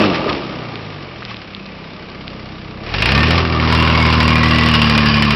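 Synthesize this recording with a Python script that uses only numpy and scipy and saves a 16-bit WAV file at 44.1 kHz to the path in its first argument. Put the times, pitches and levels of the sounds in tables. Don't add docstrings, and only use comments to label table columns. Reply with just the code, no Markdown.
import sys
import numpy as np
from scipy import signal
from scipy.fft import rfft, irfft, next_fast_len
from scipy.io import wavfile
from scipy.ndimage import uniform_filter1d

SR = 44100
rng = np.random.default_rng(int(sys.argv[2]) if len(sys.argv) > 2 else 0)


def elevation(decibels):
    levels = np.asarray(decibels, float)
    return 10 ** (levels / 20)


def bounce(signal):
    frames = np.transpose(np.atleast_2d(signal))
    limited = np.clip(frames, -1, 1)
    pcm = np.round(limited * 32767).astype(np.int16)
    wavfile.write(sys.argv[1], SR, pcm)


N = 236111

# time in seconds, firings per second.
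FIRING_RATE = [(0, 109.51), (.05, 105.2), (.12, 88.81), (.253, 76.64), (.531, 64.42), (1.201, 41.0),
               (1.485, 33.44), (1.689, 32.15), (1.933, 32.97), (2.789, 31.29), (2.909, 39.16),
               (3.112, 66.63), (3.258, 79.16), (3.382, 84.6), (3.604, 78.83), (3.782, 80.29), (4.331, 78.3),
               (4.631, 78.7), (4.885, 74.67), (5.354, 71.81)]
# time in seconds, load from 0 to 1.
ENGINE_LOAD = [(0, 0), (2.8, 0), (3.0, 1), (5.354, 1)]
# time in seconds, exhaust tones in dB, exhaust roar in dB,
# block clatter in dB.
SOURCE_LEVELS = [(0, -29.5, -12.5, -16.5), (.09, -29.5, -20.5, -23.5), (.24, -41, -22.5, -28.5),
                 (.31, -37, -21.5, -27), (.45, -42.5, -28.5, -32.5), (.75, -45, -33, -35),
                 (1.15, -49.5, -37, -37.5), (1.26, -49, -38, -36.5), (1.47, -54, -40.5, -38),
                 (1.75, -55.5, -39, -38.5), (2.3, -48, -37.5, -38), (2.65, -45.5, -39, -38.5),
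                 (2.8, -46.5, -36.5, -40), (2.97, -31.5, -30, -20), (3.07, -30.5, -25, -15),
                 (3.18, -24.5, -23.5, -16.5), (3.39, -26.5, -22.5, -18), (3.46, -32, -26.5, -25),
                 (3.63, -27, -25, -21.5), (3.74, -25.5, -24.5, -17), (4.3, -24, -24.5, -17),
                 (4.9, -24.5, -26, -16), (5.354, -25.5, -27, -18)]

TONE_MULTIPLES = [1, 1.5, 2, 3, 4]
# level coasting in dB, dB added under load,
# dB added as the pipe turns this way.
TONE_BALANCE = [(-1.3, 10, -5.5), (-4, 3.5, -3), (5, -2, 0.9), (2, -2.5, 4.5), (-1.5, -8, 2)]
# frequency in Hz, gain in dB.
SILENCER_GAIN = [(30, 0), (50, -3), (75, -3), (100, 3.5), (125, 4), (150, 0), (185, 1.4), (225, 4.5),
                 (270, -0.5), (330, 4.5), (440, -7.5)]
# frequency in Hz, gain in dB.
PIPE_GAIN = [(150, -6.5), (200, -5), (235, -10), (260, -37), (325, -10.5), (400, -28), (700, -29)]
# multiple of the firing rate,
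# centre in seconds, half-width in seconds, level in dB before the trim of the tones.
PANEL_HUM = [(10, 2.55, .32, -43.5), (2.5, .6, .17, -35), (4, .29, .08, -29), (3, .03, .06, -27),
             (3, .92, .13, -39), (3, 1.3, .08, -45), (4.6, 3.42, .13, -29), (4.65, 3.9, .35, -34),
             (2.5, 4.1, .6, -35)]
# frequency in Hz, relative level in dB per Hz.
ROAR_SPECTRUM = [(12, -51), (20, -22), (56, -4.5), (140, -4.5), (191, -1), (233, -4), (362, -4.5),
                 (602, -7.5), (937, -14), (1000, -11), (1300, -33), (2200, -120)]
TURN_START_S, TURN_S = 4.0, 1.35
IDLE_PER_S, COAST_PER_S = 32, 14
COAST_RUMBLE_DB, LOAD_RUMBLE_DB = -11, -2

# frequency in Hz, relative level in dB per Hz.
CLATTER_SPECTRUM = [(410, -24), (700, -14), (946, -12), (1080, -14), (1280, -10), (1480, -10.5),
                    (2810, -9.5), (3320, -13), (4950, -17.5), (5800, -15.5), (7540, -60), (12800, -120)]
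# frequency in Hz, width in Hz,
# mean level in dB against the wide clatter, loudest moment in seconds, half-width in seconds.
BLOCK_MODES = [(1808, 11, -12.5, 3.37, .3), (1734, 130, -10, 5.2, 0.25), (1960, 71, -4.5, 4.49, 0.2),
               (2200, 98, -10.5, 3.97, 0.36), (2492, 45, -1.5, 3.05, 0.17), (2402, 29, -9.5, 4.35, 0.19),
               (2443, 48, -5.5, 5.4, 0.51), (2755, 52, -11, 4.57, 1.2), (2744, 60, -9, 3.1, 0.2),
               (2850, 85, -12, 4.74, 0.16), (2995, 61, -13.5, 5.03, 0.41), (2300, 160, -19.5, 1.9, 3.3),
               (2570, 140, -21.5, 1.83, 0.44), (4790, 170, -17, 5.7, 2.7), (2650, 220, -6, 0.03, 0.22),
               (1280, 500, -8.5, 3.95, 0.34)]
CYLINDER_KNOCK = [5, 0.5, 6, -15, 9.5, -2]
# time in seconds, extra level in dB.
UNUSUAL_KNOCKS = [(2.943, 8.5), (3.025, 7.5), (3.058, 3.5), (3.23, 1.5), (3.449, 3), (3.526, -1),
                  (4.2, 6.5), (4.278, -1), (4.979, 4)]
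# time in seconds, frequency in Hz.
RING_PITCH = [(0, 1183), (2.6, 1170), (3.2, 1126), (3.58, 1168), (3.7, 1020), (4.15, 1058), (4.5, 1106),
              (5.354, 1085)]
# centre in seconds, half-width in seconds, change in dB.
RING_FLARES = [(.3, 0.017, 6.5), (.37, 0.033, -11), (3.2, .04, 4.5), (3.3, 0.025, -7), (3.39, 0.018, 3),
               (3.46, 0.024, -4)]
RING_DB, RING_LOAD_DB, RING_LAG_S = -7, 11, 0.31

# centre in seconds, half-width in seconds, level in dB.
MUD_SPLASHES = [(0.154, 0.012, -19.5), (0.297, 0.0082, -19), (.33, 0.0038, -19.5), (0.352, 0.0015, -33),
                (1.305, 0.027, -31.5), (1.42, 0.0063, -41), (4.75, 0.018, -14.5)]
# centre in seconds, level in dB, pitch in Hz, half-width in cycles.
BODY_TICKS = [(0.2672, -5, 432, 0.64), (.2948, -13, 2300, 1.1), (0.308, -13, 1190, 0.92),
              (0.757, -11, 3020, 0.57), (1.2232, -18, 1270, .9), (1.2287, -15, 1900, 0.61),
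              (1.2517, -9.5, 3900, 0.57), (1.316, -22, 1145, 3.7), (1.3444, -13.5, 2800, 0.59),
              (1.3688, -17, 3600, 0.98), (1.549, -11, 3500, 1), (1.6626, -23, 4200, 1.4),
              (2.101, -22, 4300, 1), (2.28, -10, 3350, 0.61)]


def evened(x):
    return x / np.sqrt(np.mean(x ** 2) + 1e-20)


def steady(x, seconds=0.1164):
    return x / np.sqrt(uniform_filter1d(x ** 2, int(seconds * SR)) + 1e-12)


def read(points, hz):
    f, value = np.transpose(points)
    return np.interp(np.log(hz + 1), np.log(f + 1), value)


def curves(rows):
    s, *columns = np.transpose(rows)
    return [np.interp(np.arange(N) / SR, s, c) for c in columns]


def swell(s, seconds):
    return np.exp(-((np.arange(N) / SR - s) / seconds) ** 2)


def wander(seconds):
    return evened(uniform_filter1d(rng.standard_normal(N), int(seconds * SR)))


def colour(x, points):
    size = next_fast_len(N)
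    gain = elevation(read(points, np.fft.rfftfreq(size, 1 / SR)))
    return evened(irfft(rfft(x, size) * gain, size)[:N])


def resonate(x, hz, width):
    turn = np.exp(2j * np.pi * np.cumsum(hz * np.ones(N)) / SR)
    r = np.exp(-np.pi * width / SR)
    smooth = signal.lfilter([1 - r], [1, -r], x / turn)
    return 2 * (turn * smooth).real


def bursts(turns, lag, pattern_db, spread_db, t60, floor):
    count = np.floor(turns - lag).astype(int)
    at = np.flatnonzero(np.diff(count)) + 1
    chance_db = spread_db * rng.standard_normal(400)[:len(at)]
    kicks = np.zeros(N)
    kicks[at] = elevation(pattern_db[count[at] % 6, at] + chance_db)
    fall = np.exp(-np.log(1000) / (t60 * SR))
    envelope = floor + signal.lfilter([1], [1, -fall], kicks)
    return envelope * rng.standard_normal(N)


def exhaust_tones(rate, turns, load, tone_db, roar_db):
    angle = 2 * np.pi * (turns - .55)
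    spread = .23 * (1 - load)
    turned = np.clip((np.arange(N) / SR - TURN_START_S) / TURN_S, 0, 1)
    main_db = []
    for k, (db, load_db, turn_db) in zip(TONE_MULTIPLES, TONE_BALANCE):
        balance_db = db + load_db * load + turn_db * turned
        main_db.append(tone_db + balance_db + read(SILENCER_GAIN, k * rate))
    first_db, half_db, second_db, third_db, fourth_db = main_db
    upper_db = [roar_db + read(PIPE_GAIN, k * rate) for k in range(5, 10)]
    pulses = elevation(half_db) * np.sin(1.5 * angle)
    for k, db in enumerate([first_db, second_db, third_db, fourth_db] + upper_db, 1):
        unsteady = (.011 - .006 * load) * k * k * wander(.05)
        level_db = db + (.45 - .3 * load) * k * wander(.12)
        pulses = pulses + elevation(level_db) * np.cos(k * angle - spread * k * k + unsteady)
    for k, s, span, db in PANEL_HUM:
        pulses = pulses + elevation(db) * swell(s, span) * np.cos(k * angle - spread * k * k)
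    return np.sqrt(2) * elevation(1.0) * pulses


def exhaust_roar(rate, turns, load, roar_db):
    roar = steady(colour(bursts(turns, 0.51, np.zeros((6, N)), 4.8, 0.054, 5.7), ROAR_SPECTRUM))
    low = signal.sosfiltfilt(signal.butter(2, 210, fs=SR, output="sos"), roar)
    above_idle = 1 - np.exp(-np.maximum(rate - IDLE_PER_S, 0) / COAST_PER_S)
    rumble_db = COAST_RUMBLE_DB * (1 - load) * above_idle + LOAD_RUMBLE_DB * load
    roar = roar - low + elevation(rumble_db) * low
    return elevation(roar_db + 2.5) * roar


def knock_levels(load):
    knock_db = np.outer(CYLINDER_KNOCK, .35 + .65 * load) - 4 * (1 - load)
    return knock_db + sum(db * swell(s, .006) for s, db in UNUSUAL_KNOCKS)


def block_clatter(turns, knock_db, clatter_db):
    knocks = steady(bursts(turns, .3, knock_db, 1.7, .05, .65))
    modes = np.zeros(N)
    for hz, width, db, s, span in BLOCK_MODES:
        level = elevation(db + 4.8 * wander(.15)) * swell(s, span)
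        modes = modes + level * evened(resonate(knocks, hz, width))
    return elevation(clatter_db + .5) * steady(colour(knocks, CLATTER_SPECTRUM) + modes)


def intake_ring(turns, load, knock_db, roar_db):
    lag = np.exp(-1 / (RING_LAG_S * SR))
    built = signal.lfilter([1 - lag], [1, -lag], load) ** 2
    flare_db = sum(db * swell(s, span) for s, span, db in RING_FLARES)
    ring_db = roar_db + RING_DB + RING_LOAD_DB * built + flare_db
    ring_hz, = curves(RING_PITCH)
    shakes = bursts(turns, 0.15, 0.56 * knock_db, 2.7, 0.062, 1.0)
    narrow = resonate(shakes, ring_hz, 540)
    return elevation(ring_db) * steady(resonate(narrow, ring_hz, 85))


def mud():
    level = sum(elevation(db) * swell(s, span) for s, span, db in MUD_SPLASHES)
    return level * colour(rng.standard_normal(N), CLATTER_SPECTRUM)


def ticks():
    out = np.zeros(N)
    for s, db, hz, cycles in BODY_TICKS:
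        u = np.arange(-400, 400) / SR * hz
        click = np.sin(2 * np.pi * u) * np.exp(-(u / cycles) ** 2)
        out[round(s * SR) - 400:][:800] += elevation(db) * click
    return out


def scene():
    rate, = curves(FIRING_RATE)
    turns = np.cumsum(rate) / SR
    load, = curves(ENGINE_LOAD)
    tone_db, roar_db, clatter_db = curves(SOURCE_LEVELS)
    knock_db = knock_levels(load)
    engine = exhaust_tones(rate, turns, load, tone_db, roar_db) + exhaust_roar(rate, turns, load, roar_db)
    engine = engine + block_clatter(turns, knock_db, clatter_db)
    engine = engine + intake_ring(turns, load, knock_db, roar_db)
    return (engine + mud() + ticks())[None]


def top_cut(x):
    return signal.sosfilt(signal.butter(12, 15800, fs=SR, output="sos"), x)


def record(dry):
    squeezed = 1.3 * np.tanh(dry / 1.3)
    lowpass = signal.firwin(161, 5550, window=("kaiser", 9), fs=SR)
    narrow = signal.oaconvolve(squeezed, lowpass[None], "same")
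    clipped = np.clip(narrow, -.71, .71)
    return top_cut(clipped)


dry = scene()
out = record(dry)
bounce(out)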